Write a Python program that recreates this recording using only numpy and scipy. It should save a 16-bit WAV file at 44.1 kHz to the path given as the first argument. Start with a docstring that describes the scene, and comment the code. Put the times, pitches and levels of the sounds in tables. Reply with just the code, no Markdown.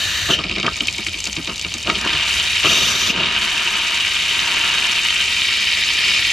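"""Water from an outdoor hose spigot dribbles, gushes and then jets into a corner of stucco walls.
Its crackle is filtered noise in tiny puffs with ringing bubbles; drops patter on the slab after their flight.
Air still in the pipe hisses and sputters out in two blasts, before the dribble and again after the gush.
Between them air pockets pop, slugs of water glug and thud, and big drops slap the concrete.
The corner adds resonances and short stereo echoes; a low outdoor rumble lies underneath."""
import sys
import numpy as np
from scipy import signal
from scipy.fft import rfft, irfft
from scipy.io import wavfile
from scipy.ndimage import uniform_filter1d

SR = 44100
rng = np.random.default_rng(int(sys.argv[2]) if len(sys.argv) > 2 else 0)


def transcribe(u):
    """Save the signal u as a 16-bit wav file named by the first command-line argument.

    u: samples, shape (n,) or (channels, n), limited to [-1, 1]; the rate is SR.
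    q: integer samples, one column per channel.
    """
    v = np.clip(np.atleast_2d(u).T, -1, 1)
    q = np.round(v * 32767).astype(np.int16)
    wavfile.write(sys.argv[1], SR, q)


N = 278843
TIME = np.arange(N) / SR
GRID_HZ = np.maximum(np.fft.rfftfreq(4096, 1 / SR), 1)   # frequencies at which filters are drawn


def from_db(db):
    """Turn decibels into a gain."""
    return 10 ** (np.asarray(db) / 20)


def rms_one(x):
    """Scale a sound to an average (rms) level of 1."""
    return x / np.sqrt(np.mean(x ** 2) + 1e-20)


def over(sound, length_s):
    """Scale a short sound to the energy of rms 1 held for this length."""
    return sound / np.sqrt(np.sum(sound ** 2) / (length_s * SR))


def in_time(rows):
    """Read the columns of a time table at every sample, with straight lines between rows."""
    start_s, *columns = np.transpose(rows)
    return np.array([np.interp(TIME, start_s, column) for column in columns])


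def stretch(rows, rise_s, fall_s):
    """Gains of a dB curve that fades in before its first row and out after its last."""
    before = np.maximum(rows[0][0] - TIME, 0) / rise_s
    after = np.maximum(TIME - rows[-1][0], 0) / fall_s
    return from_db(in_time(rows)) * np.exp(-(before + after))


def shape(points):
    """Draw a spectrum in dB from a few (pitch_hz, level_db) points."""
    hz, db = np.transpose(points)
    return np.interp(np.log(GRID_HZ), np.log(hz), db)


def bumps(rows):
    """Draw resonant peaks and dips in dB from rows of (pitch_hz, width_hz, level_db)."""
    return sum(db / (1 + ((GRID_HZ - hz) / width) ** 2) ** 2 for hz, width, db in rows)


def colour(x, db):
    """Filter a sound with the given dB response, never ringing ahead of it (minimum phase)."""
    cepstrum = irfft(np.log(from_db(db)))
    half = len(cepstrum) // 2
    # fold the backward half onto the forward half
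    cepstrum[1:half] *= 2
    cepstrum[half + 1:] = 0
    impulse = irfft(np.exp(rfft(cepstrum)))
    return signal.oaconvolve(x, impulse)[:len(x)]


def drift(rate_hz):
    """Slow random wandering with rms 1: noise smoothed twice, made at every 40th sample."""
    r = np.exp(-2 * np.pi * rate_hz * 40 / SR)
    noise = rng.standard_normal(N // 40 + 2002)
    slow = signal.lfilter([1], [1, -2 * r, r * r], noise)[2000:]
    return np.interp(np.arange(N) / 40, np.arange(len(slow)), rms_one(slow))


def grains(per_s, spread_db, clump_db, smooth):
    """Random clicks of uneven size, in clumps, over fine noise; the mean level is held steady."""
    born = rng.random(N) < per_s / SR
    sizes = from_db(spread_db * np.minimum(rng.exponential(1, N), 3.7)) * rng.choice([-1, 1], N)
    clicks = rms_one(born * sizes / np.sqrt(per_s)) + smooth * rng.standard_normal(N)
    clicks = clicks * from_db(clump_db * drift(41))
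    return clicks / np.sqrt(uniform_filter1d(clicks ** 2, size=4000) + 1e-9)


def puffs(clicks, swell_s):
    """Each click becomes a tiny puff of noise that swells and fades."""
    t = np.arange(-256, 257) / SR
    power = signal.oaconvolve(clicks ** 2, np.exp(-(t / swell_s) ** 2), "same")
    return np.sqrt(np.abs(power)) * rng.standard_normal(N)


def add(track, start_s, sound):
    """Mix a sound into the track at its start time."""
    i = max(int(start_s * SR), 0)
    track[i:i + len(sound)] += sound[:N - i]


# how far scattered sound differs between the two sides: pitch_hz, side_minus_mid_db
WIDTH = [(100, -22.5), (1000, -13.5), (2600, -14), (5000, -13), (8000, -4.5), (13000, -4.5)]


def wide(x, db):
    """A coloured stereo source: both sides share each grain's timing, but not its fine detail."""
    mid = colour(x, db)
    loudness = np.sqrt(np.abs(uniform_filter1d(x ** 2, size=48)))
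    side = colour(loudness * rng.standard_normal(N), db + shape(WIDTH))
    return (mid + side * [[1], [-1]]) / np.sqrt(np.mean(mid ** 2))


# tone of the outdoor rumble: pitch_hz, relative_level_db
RUMBLE_TONE = [(15, -25), (30, -25), (48, 0), (59, 2.5), (72, 1.5), (100, 0), (150, -10.5), (300, -21),
               (900, -19), (4000, -64)]
# loudness of the outdoor rumble: start_s, level_db
RUMBLE_LEVEL = [(0, -34.5), (1.2, -39.5), (3, -37), (3.6, -45.5), (6.3, -43.5)]


def outdoor_rumble():
    """Noise filtered down to the deep bass, with a slowly changing level."""
    return from_db(in_time(RUMBLE_LEVEL)) * wide(rng.standard_normal(N), shape(RUMBLE_TONE))


# peaks and dips of the wall corner: pitch_hz, width_hz, level_db
CORNER = [(138, 15, 2), (267, 43, -5.5), (314, 19, 0.5), (390, 16, 0.5), (495, 89, -6), (648, 86, 4),
          (822, 118, -11.5), (932, 38, 7), (1225, 22, 4), (1269, 34, 6.5), (1390, 23, 5), (1344, 6.2, 10.5),
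          (1560, 24, 7), (1645, 41, -2), (1750, 57, 1), (1930, 12, 5), (2040, 35, -9.5), (2293, 18, 5),
          (2630, 110, -4), (2727, 86, 2.5), (3130, 32, 2.5), (3320, 26, -13), (3782, 61, 6), (3950, 45, -4),
          (4510, 71, 6.5)]
# the left side is a little brighter: pitch_hz, left_minus_right_db
BALANCE = [(300, -0.5), (1000, 0.8), (2500, 0), (5000, 1.5), (8500, 3.5), (13000, 0.7)]
# sound scattered back by walls and slab, relative to the direct sound: pitch_hz, level_db
REFLECTED = [(100, -16), (700, -14), (2000, -11), (4500, -12), (8000, -13), (15000, -14)]


def corner(stereo):
    """Close walls colour the sound and scatter it back differently to each side."""
    t, sides = TIME[:12000], []
    near_t60_s, far_t60_s, far_db = .035, .2, -16   # t60: time to fade by 60 dB
    decay = from_db(-60 * t / near_t60_s) + from_db(far_db - 60 * t / far_t60_s)
    decay = decay * (t > .0007)   # the first echoes come just after the direct sound
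    for x, sign in zip(stereo, (1, -1)):
        direct = colour(x, bumps(CORNER) + sign * shape(BALANCE) / 2)
        echoes = rng.standard_normal(len(t)) * decay
        echoes = echoes / np.linalg.norm(echoes)
        reflected = signal.oaconvolve(colour(direct, shape(REFLECTED)), echoes)[:N]
        sides.append(direct + reflected)
    return np.array(sides)


# big drops slapping the concrete: start_s, relative_level_db
SLAPS = [(0.7667, -17), (0.8714, -12), (0.9268, -18.5), (0.9816, -17), (1.0714, -17), (1.2032, -14),
         (1.2415, -12.5), (1.2544, -13.5), (1.272, -14), (1.3204, -23), (1.3293, -15), (1.5584, -19),
         (1.5798, -17.5), (1.5948, -16), (1.6137, -15.5), (1.7399, -13), (1.7823, -18), (1.8282, -19),
         (2.0123, -14)]
# tone of a slap: pitch_hz, relative_level_db
SLAP_TONE = [(300, -24), (1800, -14), (2600, -3), (4500, 0), (7300, -2), (9000, -14), (12000, -23),
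             (15000, -44)]


def slaps():
    """A drop lands with a sharp crack and a small splash, both fading bursts of noise."""
    out, t = np.zeros(N), TIME[:2048]
    crack_s, splash_s, splash_db = .0007, .005, -8   # fading times; splash relative to crack
    envelope = np.exp(-t / crack_s) + from_db(splash_db) * np.exp(-t / splash_s)
    for start_s, db in SLAPS:
        slap = colour(rng.standard_normal(len(t)) * envelope, shape(SLAP_TONE))
        add(out, start_s, from_db(db + 0.5) * over(slap, crack_s))
    return out


def glug(length_s, hz, sharpness=3.5, skirt_db=-17, top_hz=1700):
    """A rough burst of flow drives a damped cavity, which rings around one pitch."""
    t = TIME[:8192]
    flow = rng.standard_normal(len(t)) * np.exp(-(t / length_s) ** 2) * np.sqrt(t / length_s)
    cavity = 1 / (1 + (sharpness * (GRID_HZ / hz - hz / GRID_HZ)) ** 2) + from_db(skirt_db) ** 2
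    band = 1 / (1 + (GRID_HZ / top_hz) ** 6) / (1 + (80 / GRID_HZ) ** 4)   # cuts treble and deepest bass
    return over(colour(flow, 10 * np.log10(cavity * band)), length_s)


# heavy slugs of water forced through the valve:
# start_s, length_s, relative_thud_db, relative_knock_db
SLUGS = [(0.29, 0.022, -16.5, -23), (0.384, 0.029, -26.5, -31), (0.63, 0.043, -19, -29.5),
         (.678, 0.0049, -31, -12), (1.482, 0.029, -30, -32.5), (1.854, 0.07, -23, -44),
         (1.894, 0.0096, -23, -16.5), (2.059, 0.0088, -16.5, -27), (2.642, 0.027, -17, -22.5),
         (3.163, 0.058, -22.5, -40)]


def slugs():
    """Every heavy slug drives two cavities: a low one thuds and a higher one knocks."""
    out = np.zeros(N)
    thud_hz, knock_hz, trim_db = 260, 1230, -3.5
    for start_s, length_s, thud_db, knock_db in SLUGS:
        thud = from_db(thud_db + trim_db) * glug(length_s, thud_hz, sharpness=0.5)
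        knock = from_db(knock_db + trim_db) * glug(length_s, knock_hz)
        add(out, start_s, thud + knock)
    return out


# air pockets spit out of the spout: start_s, relative_pop_db, ring_hz, glug_db
SPITS = [(0.3882, -9.5, 2920, -31.5), (0.4374, -11.5, 2320, -30), (0.494, -10.5, 2760, -31.5),
         (0.5117, -10.5, 2470, -32), (0.5614, -10, 2400, -27), (0.5824, -12, 2170, -29),
         (0.5983, -11.5, 2400, -46), (0.6287, -10, 3050, -39), (0.664, -6.5, 2580, -36),
         (0.8051, -6, 3120, -28), (0.8824, -5, 2550, -41), (0.9824, -13, 2200, -31),
         (1.0647, -9, 2100, -34), (1.1418, -12.5, 2470, -38.5), (1.265, -13.5, 2430, -32),
         (1.3649, -12, 2540, -28.5), (1.3838, -20, 2430, -31.5), (1.473, -12, 2410, -30.5),
         (1.4957, -13.5, 2700, -34), (1.6462, -10, 2440, -32.5), (1.7383, -24, 2740, -34),
         (1.871, -9, 2800, -25.5), (1.8985, -4.5, 2080, -30), (1.9527, -9.5, 2940, -31.5),
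         (2.0735, -9, 2840, -44), (2.1313, -8.5, 2950, -33), (3.0444, -11, 3150, -48),
         (3.2564, -9.5, 2890, -42)]


def closing_glugs():
    """Water closes behind every spit with a small glug."""
    out = np.zeros(N)
    for start_s, _, _, glug_db in SPITS:
        add(out, start_s, from_db(glug_db) * glug(length_s=0.022, hz=293))
    return out


def plops():
    """The big bubble left by a spit rings for some cycles and rises a little in pitch."""
    out, t = np.zeros(N), TIME[:8192]
    delay_s, t60_s, middle_hz = 0.01474, 0.17, 202
    rise_per_s = .8   # share of the starting pitch
    for (start_s, _, _, glug_db), size in zip(SPITS, rng.standard_normal(len(SPITS))):
        hz = middle_hz * np.exp(-0.11 * size)   # larger bubbles are lower
        fade = (1 - np.exp(-t / 0.001)) * from_db(glug_db + 2 - 60 * t / t60_s)
        add(out, start_s + delay_s, fade * np.sin(2 * np.pi * hz * t * (1 + rise_per_s * t / 2)))
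    return out


# tone of a pop before its ring is added: pitch_hz, relative_level_db
POP_TONE = [(200, -22), (900, -17), (1800, -15), (2250, -2), (3200, 0), (4200, -5), (6000, -11),
            (8000, -24), (11000, -39), (15000, -58)]


def pops():
    """Each air pocket bursts in a short puff that rings the spout and trails off in fizz."""
    out, t = np.zeros(N), TIME[:4096]
    puff_s = .0035
    swell = np.exp(-(2 * t / puff_s - 1) ** 2 / 2)
    fizz = from_db(-15) * np.exp(-t / .008)
    softer_treble_db = -3 / (1 + (4000 / GRID_HZ) ** 8)
    for start_s, db, ring_hz, _ in SPITS:
        response = shape(POP_TONE) + bumps([(ring_hz, 470, 10)]) + softer_treble_db
        smaller_delay_s, smaller_db = rng.uniform(.0035, .0084), -10.5   # a smaller pocket follows
        for delay_s, pocket_db in [(0, 0), (smaller_delay_s, smaller_db)]:
            pop = colour(rng.standard_normal(len(t)) * (swell + fizz), response)
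            add(out, start_s + delay_s, from_db(db + pocket_db - 5.5) * over(pop, puff_s))
    return out


def sputter(cavity, climb):
    """Air blows through a cavity in the water; its ring climbs as it narrows and drops as it bursts open."""
    gulps_per_s = 24 * from_db(3 * drift(13))   # the pace wanders
    closing = np.cumsum(gulps_per_s) / SR % 1   # rises from 0 to 1 in every gulp
    ring_hz = in_time(cavity)[0] * (1 + climb * (closing - .5) + .03 * drift(35.3))
    phase = 2 * np.pi * np.cumsum(ring_hz) / SR
    # slow noise makes the ring and its overtone unsteady
    narrow = signal.butter(2, 230, fs=SR, output="sos")
    noise = rng.standard_normal((2, N)) + 1j * rng.standard_normal((2, N))
    swing = signal.sosfilt(narrow, noise)
    ring = swing[0] * np.exp(1j * phase) + from_db(-15) * swing[1] * np.exp(2j * phase)
    return rms_one(ring.real * from_db(1.4 * drift(53)))


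# resonances of the air-filled spout: pitch_hz, width_hz, level_db
SPOUT = [(1760, 150, 2.4), (3750, 110, 3.5), (4200, 100, 2), (5900, 200, 3.5), (6700, 160, 2.6),
         (11950, 250, 3)]
# tone of the low churning of the water: pitch_hz, relative_level_db
CHURN = [(60, -44), (130, -1.5), (200, 5), (380, 2), (650, 1.5), (900, -16), (2000, -53), (5000, -69)]


def air(blast, tone, cavity, hiss_flutter_db, climb):
    """Trapped air rushes through the resonances of the spout and drags water with it."""
    hiss, spit = stretch(blast, rise_s=0.0073, fall_s=0.016)
    ring = sputter(cavity, climb)
    gurgle = rms_one(colour(grains(600, spread_db=2.0, clump_db=2.5, smooth=.3), shape(CHURN)))
    noise = rng.standard_normal(N) * from_db(hiss_flutter_db * drift(39))
    rush = wide(noise, shape(tone) + bumps(SPOUT))
    return hiss * rush + spit * (ring + from_db(-11) * gurgle)


# escaping air, with the sputter of water it carries along: start_s, hiss_db, sputter_db
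FIRST_AIR = [(0, -21, -32), (.28, -22, -42), (.305, -20.5, -17), (.345, -23, -15.5)]
SECOND_AIR = [(2.66, -21, -14.5), (2.71, -18, -17.5), (2.78, -18.5, -19.5), (3.075, -19.5, -27.5),
              (3.105, -20.5, -15)]
# tone of the hiss before the spout resonances: pitch_hz, relative_level_db
FIRST_RUSH = [(300, -20), (800, -13.5), (1250, -12), (1750, -1), (2200, -4.5), (2900, 2.5), (3400, -4),
              (4100, -1), (5100, -11.5), (6000, -9), (6800, -9), (8000, -17), (10800, -25.5),
              (12100, -21.5), (13000, -27), (15500, -39)]
SECOND_RUSH = [(300, -31), (800, -5.5), (1250, -3), (1900, -3.5), (2400, 5.5), (3800, 1.5), (5100, -3),
               (6000, -1.5), (6900, -6), (8000, -14.5), (10300, -21), (11900, -16), (13300, -27),
               (15500, -51)]
# middle pitch of the cavity that air opens in the wet spout: start_s, ring_hz
FIRST_CAVITY = [(.3, 3170), (0.349, 2876)]
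SECOND_CAVITY = [(2.66, 2810), (2.786, 3170), (2.862, 3110), (2.894, 2904), (2.978, 3466), (3.016, 3000),
                 (3.064, 3160), (3.11, 2847)]


def air_blasts():
    """Air escapes twice; the pitch of the second sputter climbs further in each gulp."""
    first = air(FIRST_AIR, FIRST_RUSH, FIRST_CAVITY, hiss_flutter_db=0.55, climb=0.053)
    second = air(SECOND_AIR, SECOND_RUSH, SECOND_CAVITY, hiss_flutter_db=.9, climb=.28)
    return first + second


# tone of drops landing on the slab: pitch_hz, relative_level_db
SPRAY = [(700, -12), (2000, 12.5), (3500, -9.5), (4600, -2), (5500, 0), (7000, -1.5), (8300, -7.5),
         (10000, -12), (12200, -15), (13500, -16), (15500, -63)]


def patter(per_s):
    """Drops of four sizes land independently; smaller ones tick brighter, the smallest almost as mist."""
    out = 0
    for hz, mist in [(3600, .3), (5200, .25), (7200, .3), (10500, .7)]:
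        size_band = 10 * np.log10(.01 + np.exp(-(np.log2(GRID_HZ / hz) / .32) ** 2))
        db = shape(SPRAY) + size_band
        share = np.sqrt(np.sum(from_db(db) ** 2) / np.sum(from_db(shape(SPRAY)) ** 2))
        out = out + share * wide(grains(per_s, spread_db=4.2, clump_db=1.9, smooth=mist), db)
    return out


# tone of the crackle of a closed stream: pitch_hz, relative_level_db
CRACKLE = [(900, -23.5), (1750, -9), (2000, -3), (2250, -2.5), (2550, 0.5), (3050, 2), (3350, -3),
           (3800, -5), (4300, -9), (6000, -23.5), (9000, -63), (15000, -46)]


def bubbles(per_s):
    """Single bubbles ring for a few cycles, each at one of six pitches set by its size."""
    out = 0
    for hz in np.geomspace(2250, 3250, 6):
        ring = -10 * np.log10(1 + ((GRID_HZ - hz) / 100) ** 2)
        clicks = grains(per_s / 6, spread_db=3.0, clump_db=0.0, smooth=.02)
        out = out + rms_one(colour(clicks, ring + shape(CRACKLE)))
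    return rms_one(out)


# the water runs three times: start_s, relative_crackle_db, relative_hollow_body_db
DRIBBLE = [(0.36, -29, -46), (0.8, -27, -37.5), (1.3, -30, -44), (1.8, -29, -41.5), (1.99, -24.5, -48)]
GUSH = [(2.04, -23.5, -24), (2.078, -20, -26), (2.612, -19, -37.5), (2.66, -16.5, -24)]
JET = [(3.17, -20, -27.5), (3.7, -20.5, -27), (4.25, -19, -35), (4.5, -19.5, -25), (4.85, -18.5, -27),
       (5.1, -19, -34), (6.0, -18.5, -33), (6.08, -16, -28), (6.32, -19, -40)]
# break-up of the stream, with the jet's share that fans out (0 to 1):
# start_s, burst_clicks_per_s, reference_drops_per_s, fan_share
BREAKUP = [(.4, 870, 490, 0.9), (1.8, 490, 370, 0.54), (2.3, 2100, 1300, 0), (5.2, 1500, 1200, 0.02),
           (5.6, 1830, 4100, 0.85), (6.3, 2600, 4900, 0.86)]
# tones of a fanned jet's crackle, the hollow body and the fine fizz: pitch_hz, relative_level_db
FANNED = [(900, -24), (1550, -14), (1850, -2), (2050, -3.5), (2270, 4.5), (2550, 0.5), (3050, 1),
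          (3350, -2.5), (3800, -3), (4600, -6.5), (5300, -6.5), (6200, -48), (9000, -45), (15000, -46)]
BODY = [(500, -15.5), (800, -4), (930, -1.5), (1300, -6), (1850, 1), (2200, -13.5), (3000, -1.5),
        (6000, -58)]
FIZZ = [(2500, -12.5), (3800, 0), (4600, -2), (5900, -3), (7000, -5.5), (10000, -21), (15000, -50)]
# a thin dribble has no big bubbles, so its sound below 2 kHz is weaker, and its drops tick a little brighter:
# pitch_hz, level_db
THIN = [(1000, -11), (1900, -6), (2200, -1), (4500, 0.5), (7500, 3), (10000, 1)]


def water():
    """Bubbles burst as the stream leaves the spout; after their flight its drops patter on the slab."""
    crackle = body = spray = churn = 0
    start_s, stop_s, spray_build_s = 0.051, 0.013, .04   # fading times of a run and its spray
    # flight time to the slab in s, spray relative to crackle in dB, settled churn in dB
    runs = [(DRIBBLE, 0.376, -7.5, -15.5), (GUSH, 0.255, -7.5, -26.5), (JET, 0.24, -9, -21.5)]
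    for curve, flight_s, spray_db, churn_db in runs:
        flow, hollowness = stretch(curve, start_s, stop_s)
        landing, _ = stretch(np.array(curve) + [flight_s, 0, 0], spray_build_s, stop_s)
        # a fresh run churns more until its air has cleared
        aerated = np.exp(-np.maximum(TIME - curve[0][0], 0) / 0.23)
        crackle = crackle + flow
        body = body + hollowness
        # some drops hit the wall and hose at once
        spray = spray + from_db(spray_db) * landing + from_db(-18) * flow
        churn = churn + from_db(churn_db + 16 * aerated) * np.sqrt(flow * hollowness)

    bursts_per_s, drops_per_s, fan = in_time(BREAKUP)
    clicks = grains(bursts_per_s, spread_db=3.0, clump_db=1.2, smooth=.3)
    bursts = rms_one(puffs(clicks, swell_s=.0005))
    gurgle = grains(bursts_per_s, spread_db=4.0, clump_db=1.6, smooth=0.079)
    # a jet that fans out crackles over a broader range than a closed stream
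    burst_sound = (1 - fan) * wide(bursts, shape(CRACKLE)) + fan * wide(bursts, shape(FANNED))
    ringing = bubbles(bursts_per_s / 2)
    spout = crackle * (from_db(-0.45) * burst_sound + from_db(-6.0) * ringing)
    # fanning out weakens the hollow body and strengthens the bass churn
    hollow = from_db(-4 * fan) * body * wide(0.78 * bursts + gurgle, shape(BODY))
    low = from_db(3 * fan) * churn * wide(gurgle, shape(CHURN))

    # large drops crack across the whole treble, small ones tick
    cracks = wide(grains(drops_per_s / 2, spread_db=3.7, clump_db=1.4, smooth=.35), shape(SPRAY))
    drops = from_db(-13.0) * cracks + from_db(-0.45) * patter(drops_per_s / 2)
    slab = spray * from_db(-fan) * drops   # a fanned jet throws its drops farther away
    fizz_noise = rng.standard_normal(N) * from_db(1.5 * drift(90))
    fizz = from_db(-15) * crackle * wide(fizz_noise, shape(FIZZ))
    splash = spout + fizz + slab

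    # blend from the thin dribble to the full sound just before the gush
    dribbling = np.clip((GUSH[0][0] - TIME) / start_s, 0, 1)
    thin = np.array([colour(side, shape(THIN)) for side in splash])
    return dribbling * thin + (1 - dribbling) * splash + hollow + low


def scene():
    """Running water, two blasts of air and single spits in the corner, over the outdoor rumble."""
    spits = pops() + closing_glugs() + plops()
    sources = water() + air_blasts() + spits + slugs() + slaps()
    return corner(sources) + outdoor_rumble()


def record(dry):
    """The highest peaks are clipped flat and the top treble is cut."""
    low_pass = signal.cheby2(16, 60, 16050, fs=SR, output="sos")   # 60 dB down from 16050 Hz up
    return signal.sosfilt(low_pass, np.clip(dry, -.8, .8))


dry = scene()
out = record(dry)
transcribe(out)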